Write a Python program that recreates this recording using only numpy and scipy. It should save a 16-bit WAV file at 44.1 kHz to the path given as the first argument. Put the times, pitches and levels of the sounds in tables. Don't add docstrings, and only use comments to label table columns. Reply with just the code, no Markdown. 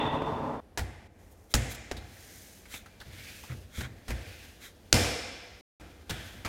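import sys
import numpy as np
from scipy import signal
from scipy.fft import rfft, irfft, next_fast_len
from scipy.io import wavfile
from scipy.ndimage import map_coordinates

SR = 44100
rng = np.random.default_rng(int(sys.argv[2]) if len(sys.argv) > 2 else 0)


def wrap_up_sound(samples):
    columns = np.atleast_2d(samples).T
    tamed = np.clip(columns, -1, 1)
    steps = np.round(tamed * 32767).astype(np.int16)
    wavfile.write(sys.argv[1], SR, steps)


N = 285768
T = np.arange(N) / SR

# frequency in Hz, relative level in dB.
COOLER_COLOUR = [(15, -69), (25, -14), (45, -1), (82, 2), (127, -14.5), (195, -6.5), (416, -12.5),
                 (463, -11), (754, -16.5), (818, -15.5), (911, -21.5), (7510, -41), (11600, -39.5),
                 (16000, -49.5)]
# frequency in Hz, relative level in dB.
ROOM_COLOUR = [(80, -16), (170, -1.5), (270, 0.5), (400, -3), (500, -5), (730, -0.5), (1010, -8.5),
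               (1600, -6), (2300, -7), (3400, -9), (4300, -12), (5600, -14), (7500, -12.5), (11000, -17),
               (16000, -28.5)]
# frequency in Hz, time to fall 60 dB in seconds.
ROOM_T60 = [(100, 0.42), (400, 1.205), (1200, 1.235), (2300, 1.46), (4200, 1.27), (5350, 1.18), (6300, 1.1),
            (8000, .9), (11000, .75), (16000, .55)]
# centre in Hz, width in Hz, boost in dB.
ROOM_PEAKS = [(240, 23, 6.5), (298, 20, 7.5), (487, 22, 11), (700, 40, 5.5), (1582, 14, 4), (2075, 45, 7),
              (2360, 45, 7.5), (2480, 50, 4), (3390, 120, 3), (5280, 240, 5.5)]
# frequency in Hz, relative level in dB.
RUSH_TONE = [(30, -16), (55, -3), (140, -1), (200, -8), (280, -1.5), (350, -6.5), (430, -4.5), (720, -2.5),
             (1000, -1), (1250, -10), (1650, -18.5), (3500, -34), (4500, -35), (15000, -55)]
# centre in Hz, width in Hz, boost in dB.
RUSH_RESONANCES = [(152, 9, 5.5), (242, 36, 9.5), (297, 6, 7), (438, 22, 9), (553, 9, 9), (646, 10, 4),
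                   (890, 42, 4.5), (1003, 10, 7)]
# centre in Hz, width in Hz, relative level in dB.
RING_MODES = [(1570, 180, -12), (1940, 96, -2), (2670, 250, -6.5), (3554, 106, 3)]
# frequency in Hz, relative level in dB.
RUB_COLOUR = [(400, -22), (700, -16), (1150, -20), (1600, -4.5), (2150, -8.5), (3400, -7.5), (5000, -11),
              (8000, -28.5)]
# frequency in Hz, relative level in dB.
GLOVE_COLOUR = [(2350, -31.5), (4000, -13.5), (6360, -5.5), (8450, -11), (9280, -8), (11400, -12.5),
                (14200, -9.5), (16000, -21.5)]
# start in seconds, length in seconds, paste level in dB,
# glove hiss level in dB, mid-stroke pitch of the air pocket in Hz.
SMEAR_STROKES = [(1.98, .78, -62, -55.3, 2050), (3.0, .68, -53.5, -55.3, 2400), (4.02, .66, -57, -62, 2500),
                 (6.06, .42, -57, -59.5, 1750)]
# centre in Hz, width in Hz, relative level in dB.
PASTE_MODES = [(1496, 430, -6.5), (2263, 210, -2.5), (3540, 155, -0.5), (6600, 1900, -12),
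               (12500, 3600, -17)]
# centre time in seconds, level in dB,
# half length in seconds, brightness in dB per octave.
GLOVE_PEELS = [(1.322, -61.5, .01, 8), (1.518, -51, .011, 4), (1.718, -41.5, .013, 2.5),
               (1.752, -44, .007, 3), (2.748, -43, .032, 2), (3.515, -47.5, .021, -8.5),
               (3.792, -42.5, .035, 0), (3.848, -41.5, .014, -7), (4.652, -46.5, .029, .3)]
# start in seconds, level in dB, pitch in Hz.
AIR_POPS = [(1.967, -38.5, 3900), (2.654, -47, 2150), (2.739, -34.5, 2400), (2.859, -45, 1500),
            (3.001, -42, 3900), (3.011, -42, 1700), (3.436, -44, 1100), (3.806, -31.5, 1850),
            (4.103, -30.5, 2000)]
# centre in Hz, width in Hz, relative level in dB.
CABINET_MODES = [(56, 6.1, 5), (90.2, 13.3, 6), (133, 20, -2.5), (230, 30, -8), (332, 25, -10.5),
                 (470, 110, -16)]
# start in seconds, flex level in dB, pitch in Hz,
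# overtone in dB relative to the flex, boom level in dB.
COUNTER_THUMPS = [(0.792, -31, 63, -15, -35.5), (1.546, -20.5, 57, -1, -28), (1.916, -38, 55, -20, -37.5),
                  (3.06, -46, 70, -14, -47), (3.5, -30, 125, -18, -38.5), (3.775, -36, 71, -14, -35.5),
                  (3.828, -30.5, 123, -28, -45), (4.09, -29.5, 55, -8, -32.5), (4.934, -25, 57, 5.5, -25),
                  (5.8, -47, 60, -8, -48), (6.104, -38, 72, 4, -37), (6.34, -50, 90, -3, -45),
                  (6.456, -34.5, 93, -14, -50)]
# frequency in Hz, relative level in dB.
CRACK_COLOUR = [(100, -12.5), (300, -5.5), (600, 7), (850, -0.5), (1080, -12.5), (1500, 3), (2600, -2),
                (4100, -1), (7200, -2.5), (9000, -11.5), (12000, -20.5), (16000, -37.5)]
# frequency in Hz, relative level in dB.
SQUASH_COLOUR = [(80, -2), (250, 0), (600, -5), (850, -1), (1060, -8), (1400, -5), (2400, -8.5), (4000, -7),
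                 (7000, -10.5), (11000, -14.5), (16000, -19)]
# start in seconds, crack level in dB, squash level in dB, squash's 60 dB decay
# in seconds, palm lag in seconds, lower and upper hollow band in Hz, their boost in dB,
# brightness in dB per octave, reverb level in dB.
SLAPS_AND_ROOM_RING = [(0.7745, -24.5, -27, .14, .018, 850, 1850, 7, -.3, -45),
                       (1.5395, -15, -18.5, .087, .013, 1900, 7000, 3.5, 1.1, -35),
                       (1.913, -28.5, -29, .055, .006, 750, 1750, 4, -2.2, -49),
                       (4.0805, -39, -36.5, .13, .023, 530, 1700, 5.5, 0, -44.5),
                       (4.927, -8.3, -20.5, .06, .015, 490, 5200, 2.2, 1.9, -23),
                       (5.797, -63, -48.5, .13, .015, 350, 1400, 5, -3.2, -50),
                       (6.0945, -44, -27.5, .11, .013, 1600, 3380, 7.5, .5, -40.5),
                       (6.448, -34.5, -29.5, .16, .014, 1190, 2300, 8, -1.3, -45)]
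# time in seconds, treble gain in dB.
TREBLE_DIP = [(1.073, -0.5), (1.079, -10), (1.15, -8), (1.2, -1)]


def amp(db):
    return 10 ** (np.asarray(db) / 20)


def unit(x):
    return x / np.sqrt(np.mean(x ** 2) + 1e-20)


def along(points, hz):
    f, v = np.transpose(points)
    return np.interp(np.log(hz + 1), np.log(f + 1), v)


def wobble(rate):
    return map_coordinates(rng.standard_normal(8192), [T * rate], mode="wrap")


def filtered(x, response):
    size = next_fast_len(len(x) + 8192)
    return irfft(rfft(x, size) * response(np.fft.rfftfreq(size, 1 / SR)), size)[:len(x)]


def noise(response, size=N):
    return unit(filtered(rng.standard_normal(size), response))


def crackle(size, spread_db):
    return rng.standard_normal(size) * amp(spread_db * np.minimum(rng.exponential(size=size), 4))


def resonances(modes, f):
    return sum((-1) ** k * amp(db) * 1j * f * width / (hz * hz - f * f + 1j * f * width)
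               for k, (hz, width, db) in enumerate(modes))


def boosts(peaks, f):
    return amp(sum(db / (1 + (2 * (f - hz) / width) ** 2) for hz, width, db in peaks))


def tilt(f, slope_db):
    return amp(slope_db * np.log2(1 + f / 400))


def attack(t, rise):
    return 1 - np.exp(-t / rise)


def fade(t, t60):
    return np.exp(-np.log(1000) * t / t60)


def add(track, start, sound):
    part = track[round(start * SR):][:len(sound)]
    part += sound[:len(part)]


def coolers(rumble_db=-56, hum_hz=95, hum_db=-66):
    hum = amp(hum_db + 2 * wobble(10)) * np.sin(2 * np.pi * hum_hz * T + wobble(2))
    return amp(rumble_db) * noise(lambda f: amp(along(COOLER_COLOUR, f))) + hum


def room_tail(source_colour, predelay=.01):
    wash = noise(lambda f: amp(along(ROOM_COLOUR, f)) * boosts(ROOM_PEAKS, f) * source_colour(f), SR)
    hz, times, spectrum = signal.stft(wash, SR, nperseg=256)
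    decay = fade(times, along(ROOM_T60, hz)[:, None])
    tail = signal.istft(spectrum * decay, SR, nperseg=256)[1][:SR]
    return tail * np.clip((T[:SR] - predelay) / .002, 0, 1)


def opening_rush(end_s=.603, rush_db=-29.2, ring_db=-36.5, flutter_db=1.9):
    dull = lambda: noise(lambda f: amp(along(RUSH_TONE, f)) * boosts(RUSH_RESONANCES, f))
    rush = amp(rush_db - 12.5 * T + flutter_db * wobble(40)) * dull()
    thin = noise(lambda f: resonances(RING_MODES, f) / (1 + (f / 4200) ** 8))
    ring = amp(ring_db - 52 * T) * thin
    tick = amp(-18) * fade(T, t60=.02) * attack(T, rise=.001) * dull()
    add(rush, start=.22, sound=tick)
    return (rush + ring) * np.clip((end_s - T) / .002, 0, 1)


def smearing(stick_db=1.1, ease_db=11, pocket_rise_octaves=.5, flutter_hz=280, rustle_db=-69.5):
    grip_db = stick_db * wobble(45)
    grains = lambda colour: unit(filtered(crackle(N, spread_db=3.5), lambda f: amp(along(colour, f))))
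    rub = grains(RUB_COLOUR)
    rumble = amp(-3) * noise(lambda f: resonances(CABINET_MODES, f))
    paste = rub + rumble
    hiss = grains(GLOVE_COLOUR)
    flutter = noise(lambda f: 1 / (1 + (f / flutter_hz) ** 2))
    since = lambda start: np.clip((T - start) / .2, 0, 1)
    out = amp(rustle_db + grip_db) * (since(1.0) * hiss + amp(3) * since(1.55) * paste)
    for start, length, paste_db, hiss_db, pocket_hz in SMEAR_STROKES:
        progress = np.clip((T - start) / length, 0, 1) - .5
        swell = np.abs(np.cos(np.pi * progress)) ** 1.5
        pitch = pocket_hz * 2 ** (pocket_rise_octaves * progress)
        pocket = amp(-1) * unit(flutter * np.sin(2 * np.pi * np.cumsum(pitch) / SR))
        pressure = amp(paste_db + grip_db - ease_db * progress)
        out += swell * (pressure * (paste + pocket) + amp(hiss_db + grip_db / 2) * hiss)
    return out


def peels(patches=5, pitch_spread=.11, scatter=.4, lead_s=.25):
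    out, size = np.zeros(N), SR // 2
    t = T[:size] - lead_s
    spread = np.linspace(-1, 1, patches)
    for centre, db, half_length, bright_db in GLOVE_PEELS:
        swell = amp(db) / np.sqrt(patches) / (1 + np.abs(t / half_length) ** 3)
        for offset, detune in zip(spread, rng.permutation(spread)):
            stretch = np.exp(pitch_spread * detune)
            snaps = crackle(size, spread_db=3.5)
            wet = filtered(snaps, lambda f: resonances(PASTE_MODES, f * stretch) * tilt(f, bright_db))
            add(out, centre + offset * scatter * half_length - lead_s, swell * unit(wet))
    return out


def pops(pocket_width=.5, pocket_db=12.5, bright_db=-.3, room_db=-23):
    out, t = np.zeros(N), T[:SR]
    envelope = fade(t, t60=.085) * attack(t, rise=.0015)
    for start, db, hz in AIR_POPS:
        pocket = lambda f: boosts([(hz, hz * pocket_width, pocket_db)], f) * tilt(f, bright_db)
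        squelch = envelope * noise(lambda f: amp(along(SQUASH_COLOUR, f)) * pocket(f), SR)
        add(out, start, amp(db) * (squelch + amp(room_db) * room_tail(pocket)))
    return out


def thumps(ring_cycles=27, overtone_ratio=2.08):
    out, t = np.zeros(N), T[:SR]
    mode = lambda hz: -np.sin(2 * np.pi * hz * t) * fade(t, ring_cycles / hz)
    for start, db, hz, overtone_db, boom_db in COUNTER_THUMPS:
        flex = amp(db) * (mode(hz) + amp(overtone_db) * mode(hz * overtone_ratio))
        boom = amp(boom_db) * noise(lambda f: resonances(CABINET_MODES, f), SR) * fade(t, t60=.66)
        add(out, start, (flex + boom) * attack(t, rise=.0017))
    return out


def slaps(contact_s=.0034, knock_hz=325, knock_db=-9, palm_db=-3):
    out, t = np.zeros(N), T[:SR]
    burst = attack(t, rise=.00026) * np.exp(-(t / contact_s) ** 4)
    knock = -amp(knock_db) * np.sin(2 * np.pi * knock_hz * t) * fade(t, t60=.045) * attack(t, rise=.002)
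    for (start, crack_db, squash_db, squash_t60, palm_lag,
         low_hz, high_hz, hollow_db, bright_db, room_db) in SLAPS_AND_ROOM_RING:
        bands = lambda f, width, db: boosts([(hz, hz * width, db) for hz in (low_hz, high_hz)], f)
        hollow = lambda f: bands(f, width=.41, db=hollow_db)
        lingering = lambda f: np.sqrt(hollow(f)) * bands(f, width=.33, db=4.5) * tilt(f, bright_db / 2)
        shaped = lambda colour: noise(
            lambda f: amp(along(colour, f)) * hollow(f) * tilt(f, bright_db), SR)
        crack = lambda: burst * unit(np.tanh(shaped(CRACK_COLOUR) / 2))
        squash = amp(squash_db) * fade(t, squash_t60) * attack(t, rise=.003) * shaped(SQUASH_COLOUR)
        room = amp(room_db) * room_tail(lingering)
        fingers = amp(crack_db) * (crack() + knock)
        palm = amp(squash_db + palm_db) * crack()
        add(out, start, fingers + squash + room)
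        add(out, start + palm_lag, palm)
    return out


def scene():
    return (slaps() + thumps() + pops() + peels() + smearing() + opening_rush() + coolers())[None]


def record(dry, treble_hz=600, mute_start_s=5.611, mute_end_s=5.798, top_hz=16100):
    dip_db = np.interp(T, *np.transpose(TREBLE_DIP))
    treble = filtered(dry[0], lambda f: f ** 2 / (f ** 2 + treble_hz ** 2))
    dipped = dry[0] + treble * (amp(dip_db) - 1)
    gate = np.clip(np.maximum(mute_start_s - T, T - mute_end_s) / .001, 0, 1)
    return filtered(dipped * gate, lambda f: f < top_hz)[None]


dry = scene()
out = record(dry)
wrap_up_sound(out)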